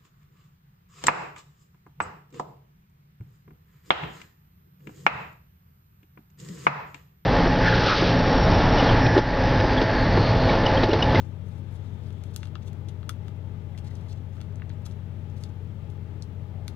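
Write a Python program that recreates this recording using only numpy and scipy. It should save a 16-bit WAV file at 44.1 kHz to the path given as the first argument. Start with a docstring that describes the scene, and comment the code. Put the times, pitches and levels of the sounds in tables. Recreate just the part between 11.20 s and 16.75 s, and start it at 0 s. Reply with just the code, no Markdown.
"""Peeling waxed paper in a kitchen

Waxed paper is peeled off a butter stick in a small, soft-furnished kitchen: creases snap as cracks with
decaying grit, the sheet rustles as dense random ticks, and short sine rings sound on single pitches.
A generator engine throbs through the floor as harmonics of one firing cycle, over shaped noise.
A thin narrow hiss fades early on, and a soft low rub comes near the end.
Two microphone ports listen, the right one half shaded."""
import sys
import numpy as np
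from scipy import signal
from scipy.fft import rfft, irfft, next_fast_len
from scipy.io import wavfile

SR = 44100
rng = np.random.default_rng(int(sys.argv[2]) if len(sys.argv) > 2 else 0)


def dump_mix(stems):
    """Bounce the given channels to the path in sys.argv[1] as a 16-bit WAV at rate SR."""
    frames = np.atleast_2d(stems).T  # one column per channel
    limited = np.clip(frames, -1, 1)  # hard clip at full scale
    pcm = np.round(limited * 32767).astype(np.int16)
    wavfile.write(sys.argv[1], SR, pcm)


def elevation(decibels):
    """Turn decibel levels (scalar or array-like) into linear amplitude ratios."""
    levels = np.asarray(decibels, float)
    return 10 ** (levels / 20)


N = 244755

# frequency bands of the paper sounds, about half an octave each: low_hz, high_hz
PAPER_BANDS = [(1000 * 1.4 ** k, 1400 * 1.4 ** k) for k in range(8)]


def at_hz(points, hz):
    """Spectral interpolation: reads a curve of points on a log-frequency axis."""
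    curve_hz, value = np.transpose(points)
    return np.interp(np.log(hz), np.log(curve_hz), value)


def in_time(points):
    """Linear interpolation in time: a curve of (s, value) becomes one value per sample."""
    s, value = np.transpose(points)
    return np.interp(np.arange(N) / SR, s, value)


def drift(rate_hz):
    """Low-passed noise: two equal poles turn white noise into slow chance with spread 1."""
    knots_per_s = 100
    knots = rng.standard_normal(int(N / SR * knots_per_s) + 300)
    pole = np.exp(-2 * np.pi * rate_hz / knots_per_s)
    slow = signal.lfilter([1], [1, -2 * pole, pole * pole], knots)[298:]   # skip the settling
    return np.interp(np.arange(N) / SR * knots_per_s, np.arange(len(slow)), slow / np.std(slow))


def band(x, low_hz, high_hz, order=4):
    """Band-pass filtering, with gain for the lost bandwidth that keeps white noise near its rms."""
    sos = signal.butter(order, [low_hz, min(high_hz, SR / 2.2)], "band", fs=SR, output="sos")
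    return signal.sosfilt(sos, x + 1e-18) * np.sqrt(SR / 2 / (high_hz - low_hz))


def resonate(x, peaks):
    """Resonance: a chain of second-order peaking filters, each raising or lowering one region."""
    for hz, width_hz, lift_db in peaks:
        a = 10 ** (lift_db / 40)
        w = 2 * np.pi * hz / SR
        k = np.sin(w) * width_hz / hz / 2
        zeros = [1 + k * a, -2 * np.cos(w), 1 - k * a]
        poles = [1 + k / a, -2 * np.cos(w), 1 - k / a]
        x = signal.lfilter(zeros, poles, x)
    return x


def coloured(x, gain_db):
    """Linear filtering in the frequency domain: applies a spectrum given as a function of Hz."""
    size = next_fast_len(N)
    hz = np.maximum(np.arange(size // 2 + 1) * SR / size, 1)
    return irfft(rfft(x, size) * elevation(gain_db(hz)), size)[..., :N]


def shares(level_db, pitch_hz, narrow_db, bands):
    """Spectral envelope: gain per band, falling in dB with the square of the octaves off the pitch."""
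    centre_hz = np.sqrt(np.prod(bands, axis=1))
    return elevation(level_db - narrow_db * np.log2(centre_hz / pitch_hz) ** 2)


def rumble():
    """Partial coherence: rumble and air noise whose likeness at the two ports depends on frequency."""
    # left-port noise spectrum before the resonances: frequency_hz, level_db_per_hz
    spectrum = [(20, -82), (40, -78), (55, -69), (70, -73), (85, -70), (98, -62), (112, -66), (145, -67),
                (190, -66), (220, -72), (280, -76), (360, -79), (450, -78), (600, -82), (750, -86),
                (900, -85), (1020, -90), (1200, -90), (2300, -95), (3600, -99), (4600, -107), (7200, -113),
                (10000, -119), (16000, -124)]
    # resonances: frequency_hz, width_hz, lift_db
    rings = [(183, 16, 3), (257, 14, 6), (316, 16, 7), (345, 12, 3), (405, 24, 6), (625, 40, 4),
             (829, 24, 8), (920, 60, 3), (1230, 60, 4), (2070, 50, 4), (2690, 40, 3), (3280, 100, 3)]
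    # shading of the right port: frequency_hz, left_minus_right_db
    shade = [(20, 0), (300, 13), (500, 10), (3000, 11), (5000, 7), (10000, 16)]
    # left-right correlation: frequency_hz, likeness (0 to 1)
    likeness = [(25, 0.26), (50, 1), (200, 0.92), (400, 0.89), (600, 0.073), (2000, 0.0077)]

    def alike(hz):
        return np.clip(at_hz(likeness, hz), .01, .99)

    left, other = rng.standard_normal((2, N)) * np.sqrt(SR / 2)   # 0 dB per Hz
    common = coloured(left, lambda hz: 20 * np.log10(alike(hz)))
    separate = coloured(other, lambda hz: 10 * np.log10(1 - alike(hz) ** 2))
    right = coloured(common + separate, lambda hz: -at_hz(shade, hz))
    both = resonate(np.array([left, right]), rings)
    both = coloured(both, lambda hz: at_hz(spectrum, hz))
    return both * elevation(.4 * drift(3.))


def engine(right_db=-13.5):
    """Fourier synthesis: orders of the firing cycle, phased as one causal thump whose spectrum they sample."""
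    # engine orders: multiple_of_cycle, level_db (rms at the left port)
    orders = [(1, -63.2), (2, -55.7), (3, -55.8), (4, -51.9), (5, -48.1), (6, -34.3), (7, -39.1),
              (8, -44.9), (9, -48.8), (10, -44.8), (11, -51.2), (12, -62.9), (13, -64.3), (14, -54.4),
              (15, -59.3), (16, -64.9), (17, -66.6), (18, -83.2), (19, -78.9), (20, -76.4), (21, -65.7),
              (22, -71.5), (23, -69.4), (24, -74.1), (25, -69.4), (26, -63.5), (27, -73.5), (28, -64.6),
              (29, -74.2), (30, -72.9)]
    # high whine, before a slow flicker: multiple_of_cycle, level_db (rms at the left port)
    whine = [(32, -69), (36, -67), (40, -67), (55, -70), (59, -71)]
    # the governor hunts, so the cycle runs early: time_s, early_ms
    hunting = [(0.1, 1.08), (0.75, 2.66), (1.05, 2.25), (1.45, 0), (1.73, -.58), (2.3, 1.02), (2.52, .6),
               (2.95, -.85), (3.27, -.8), (3.72, .92), (4.5, 1.65), (4.97, 1.8), (5.55, -.5)]
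    cycle_hz = 15.13
    order, level_db = np.transpose(orders)
    cycle = 2 * np.pi * cycle_hz * (np.arange(N) / SR + in_time(hunting) / 1000)
    # minimum phase from the folded cepstrum
    log_gain = np.interp(np.arange(129), order, np.log(elevation(level_db)))
    folded = irfft(log_gain) * np.r_[1, np.full(127, 2), 1, np.zeros(127)]
    phase = rfft(folded).imag[np.round(order).astype(int)]
    # the thump smears on its way through the floor, higher orders arriving later
    early_ms, later_ms_per_order, odd_lag_rad = 18.6, 10.9, .9
    rad_per_ms = 2 * np.pi * cycle_hz / 1000
    phase += rad_per_ms * (early_ms * order - later_ms_per_order / 2 * (order - 6) ** 2)
    phase -= odd_lag_rad * (order % 2)
    out = sum(elevation(db) * np.cos(round(k) * cycle + p) for k, db, p in zip(order, level_db, phase))
    out += sum(elevation(db + 0.83 * drift(2.0)) * np.cos(round(k) * (cycle + k)) for k, db in whine)
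    uneven = elevation(.7 * drift(12.))   # firings differ a little in strength
    return np.sqrt(2) * out * uneven * elevation([[0], [right_db]])


def thin_hiss(right_db=-12.0):
    """Band-limited noise, incoherent at the two ports: it rises, holds and then falls away."""
    low_hz, high_hz = 3100, 3750
    held_db, full_s, end_s, rise_db_per_s, fall_db_per_s = -69.5, .55, 1.17, 15, 68
    t = np.arange(N) / SR
    level_db = held_db - rise_db_per_s * np.maximum(full_s - t, 0) - fall_db_per_s * np.maximum(t - end_s, 0)
    noise = band(rng.standard_normal((2, N)), low_hz, high_hz)
    return elevation(level_db) * noise * elevation([[0], [right_db]])


def rub(right_db=-11):
    """Friction noise, soft and low, as of a palm on the stick: a band swells and sinks parabolically."""
    middle_s, half_length_s, level_db, low_hz, high_hz = 5.39, .09, -55, 520, 800
    swell = np.clip(1 - ((np.arange(N) / SR - middle_s) / half_length_s) ** 2, 0, 1)
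    noise = band(rng.standard_normal(N), low_hz, high_hz)
    return elevation(level_db) * swell * noise * elevation([[0], [right_db]])


def kitchen(x):
    """Reverberation: direct sound, three samples late at the right port, plus exponentially decaying noise."""
    t = np.arange(SR // 3) / SR
    out = np.array([x, np.r_[np.zeros(3), x[:-3]]])
    # close reflections, then a faint longer tail: t60_s, level_db, gap_s
    for t60_s, level_db, gap_s in ((0.068, -7, .0012), (0.18, -19.5, .008)):
        decay = elevation(-60 * t / t60_s) * (t > gap_s)
        tail = rng.standard_normal((2, len(t))) * decay / np.sqrt(np.sum(decay ** 2))
        out += elevation(level_db) * signal.fftconvolve(x[None], tail, axes=1)[:, :N]
    return out


def rustle(per_s=2800.0, spread_db=1.5, clump_db=3.0, trim_db=-12.0, edge_ms=8.3):
    """Shot noise: dense tiny ticks of fibre on fibre; each drag swells in and out over the whisper."""
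    # the sheet whispering in the hand between drags, before the trim: time_s, level_db
    whisper = [(0, -61), (.2, -79), (.6, -68.5), (1.1, -69), (1.35, -90), (1.9, -73), (2.2, -96),
               (2.8, -70), (3.6, -102), (4.0, -77), (4.4, -85), (5.55, -82)]
    # fingers dragging over the sheet, before the trim: start_s, length_ms, level_db, pitch_hz
    swishes = [(0.25, 157, -65.5, 6500), (0.5, 72.0, -64, 6530), (0.63, 100.0, -70.4, 4670),
               (0.83, 72, -63.5, 5770), (0.9, 38.0, -73, 6560), (1.04, 83, -62.5, 5930),
               (1.13, 24.5, -52.5, 5500), (1.185, 110, -60.5, 4770), (1.415, 26, -56, 3720),
               (1.445, 52, -56, 4720), (1.68, 20, -51.5, 4500), (2.06, 36, -62, 5040),
               (2.572, 27.0, -49, 5100), (2.64, 50, -55.5, 4470), (2.7, 75.0, -61.0, 4730),
               (2.83, 71, -63.5, 5640), (2.875, 60, -54, 4730), (2.95, 45.0, -65.0, 4440),
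               (3.12, 80, -69.1, 5160), (3.215, 43, -65.8, 3580), (3.35, 27.0, -74, 5910),
               (3.49, 36, -62.0, 2940), (3.649, 23.0, -45, 6100), (3.675, 58.0, -63, 5880),
               (4.095, 26.0, -73.9, 5910), (4.16, 100.0, -61.2, 5840), (4.24, 35.0, -61.1, 3910),
               (4.285, 26.0, -64.5, 4900), (4.69, 40.0, -72, 5850), (5.02, 30.0, -67.8, 6510),
               (5.46, 49, -65, 4620)]
    bands = PAPER_BANDS[1:]
    whisper_hz, narrow_db = 4600, 6.5   # narrow_db is lost one octave off the pitch
    patchy_db = 2.5   # each band flickers on its own
    power = np.outer(shares(0, whisper_hz, narrow_db, bands), elevation(in_time(whisper))) ** 2
    ms = np.arange(N) / SR * 1000
    for start_s, length_ms, level_db, pitch_hz in swishes:
        near = slice(round(start_s * SR), round(start_s * SR + length_ms * SR / 1000))
        since = ms[near] - ms[near][0]
        swell = np.clip(np.minimum(since, length_ms - since) / edge_ms, 0, 1)
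        power[:, near] += np.outer(shares(level_db, pitch_hz, narrow_db, bands), swell) ** 2
    sizes = elevation(spread_db * np.minimum(rng.exponential(1, N), 4)) * rng.choice([-1, 1], N)
    ticks = sizes * (rng.random(N) < per_s / SR) * elevation(clump_db * drift(40.0))
    ticks *= elevation(trim_db) / np.std(ticks)
    out = np.zeros(N)
    for band_power, (low_hz, high_hz) in zip(power, bands):
        flicker = elevation(patchy_db * drift(30.0))
        out += np.sqrt(band_power) * flicker * band(ticks, low_hz, high_hz)
    return out


def short_rings():
    """Damped oscillation: each ring is a sine on one pitch with exponential decay."""
    # the sheet ringing under its loudest snap, and small pitched rubs:
    # start_s, level_db (initial), pitch_hz, t60_s
    rings = [(1.8928, -32.5, 1320, .022), (1.8928, -28.5, 3450, .016), (2.549, -46, 2010, .025),
             (2.655, -54, 1700, .02), (2.69, -53, 2050, .03), (2.712, -49, 1950, .03),
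             (3.536, -60, 7500, .02)]
    out, t = np.zeros(N), np.arange(2000) / SR
    for start_s, level_db, pitch_hz, t60_s in rings:
        i = round(start_s * SR)
        out[i:i + 2000] += elevation(level_db - 60 * t / t60_s) * np.sin(2 * np.pi * pitch_hz * t)
    return out


def snaps(grit_share=0.55, crack_share=0.7):
    """Impulsive release: a crease gives way with one sharp crack, then grit that dies within milliseconds."""
    # creases, before the band trims: start_s, level_db, pitch_hz, narrow_db (lost one octave off the pitch)
    creases = [(0.905, -57, 1700, 2), (0.928, -61.5, 5810, 9), (1.0376, -52, 4790, 2),
               (1.1622, -37, 9500, 2), (1.231, -43.5, 2200, 3.5), (1.2548, -52.5, 3060, 3),
               (1.2717, -55, 2820, 3), (1.3544, -40.5, 1950, 5.5), (1.482, -52.5, 1270, 1.0),
               (1.531, -60, 8000, 0.5), (1.686, -52, 4600, 4), (1.83, -50.5, 1580, 5),
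               (1.8932, -33.5, 4000, 2.5), (2.082, -55.5, 2000, 1), (2.577, -52, 3640, 5),
               (2.586, -51, 3120, 8), (2.754, -53.9, 6140, 23), (2.812, -63, 5790, 17.3),
               (3.168, -57.6, 1140, 1.9), (3.181, -57, 1020, 6), (3.205, -54.6, 2860, 6.5),
               (3.2142, -50, 3170, 2.5), (3.325, -61.3, 1840, 3), (3.3577, -55.5, 6300, 22),
               (3.398, -54, 1900, 11), (3.42, -40.5, 1850, 17), (3.495, -51, 5100, 25),
               (3.5009, -45, 2430, 26), (3.62, -68.9, 12420, 4), (3.664, -52, 1500, -2),
               (3.712, -61.9, 4310, 11), (4.1005, -63.0, 5820, 19), (4.2372, -42, 4630, 7),
               (4.701, -58.7, 5950, 10), (5.0235, -38.5, 6200, 31), (5.48, -42, 4500, 2.5)]
    # level trim of each band, low to high: trim_db
    trims = [2.3, 2.1, 1.7, 0.92, 0.92, 1.5, 1.6, 1]
    grit_ms = 1.4   # time constant of the grit
    out = np.zeros((len(PAPER_BANDS), N + 2000))
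    fade = np.exp(-np.arange(2000) / SR * 1000 / grit_ms)
    bursts = grit_share * rng.standard_normal((len(creases), 2000)) * fade
    bursts[:, 0] -= crack_share * np.sqrt(np.sum(fade ** 2))   # the crack carries a share of the energy
    for (start_s, level_db, pitch_hz, narrow_db), burst in zip(creases, bursts):
        i = round(start_s * SR)
        gains = shares(level_db, pitch_hz, max(narrow_db, 0), PAPER_BANDS)
        out[:, i:i + 2000] += np.outer(gains, burst)
    signs = (-1) ** np.arange(len(out))   # gentle neighbouring filters join in phase
    return sum(sign * elevation(trim_db) * band(x[:N], low_hz, high_hz, order=2)
               for x, (low_hz, high_hz), trim_db, sign in zip(out, PAPER_BANDS, trims, signs))


def scene():
    """Superposition: paper in the room over engine, rumble, thin hiss and rub."""
    # what the sheet and the bowl under it ring with: frequency_hz, width_hz, lift_db
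    paper_rings = [(1310, 220, 9), (1750, 250, -3), (2550, 500, -3), (3410, 400, 7), (4200, 400, 4),
                   (5600, 400, -2), (6250, 450, 7), (10200, 1800, 3)]
    # shading of the right port: frequency_hz, left_minus_right_db
    paper_shade = [(900, 0), (1400, 8.5), (2400, 4.5), (3400, 10.5), (4400, 2), (5500, 6.5), (7500, 41),
                   (10000, 12), (14000, 11)]
    sheet = resonate(snaps() + rustle(), paper_rings) + short_rings()
    left, right = kitchen(sheet)
    right = coloured(right, lambda hz: -at_hz(paper_shade, hz))
    return np.array([left, right]) + engine() + rumble() + thin_hiss() + rub()


def top_cut(x):
    """Nothing passes above the cut-off."""
    return signal.sosfilt(signal.butter(12, 16480, fs=SR, output="sos"), x)


def record(dry):
    """Transducer self-noise: each port adds its own hiss and a small constant offset."""
    # self-noise spectrum: frequency_hz, level_db_per_hz
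    self_noise = [(20, -130), (3000, -124), (9000, -123), (14500, -118), (17000, -118)]
    white = rng.standard_normal((2, N)) * np.sqrt(SR / 2)
    hiss = coloured(white, lambda hz: at_hz(self_noise, hz))
    return top_cut(dry + hiss - .0006)


dry = scene()
out = record(dry)
dump_mix(out)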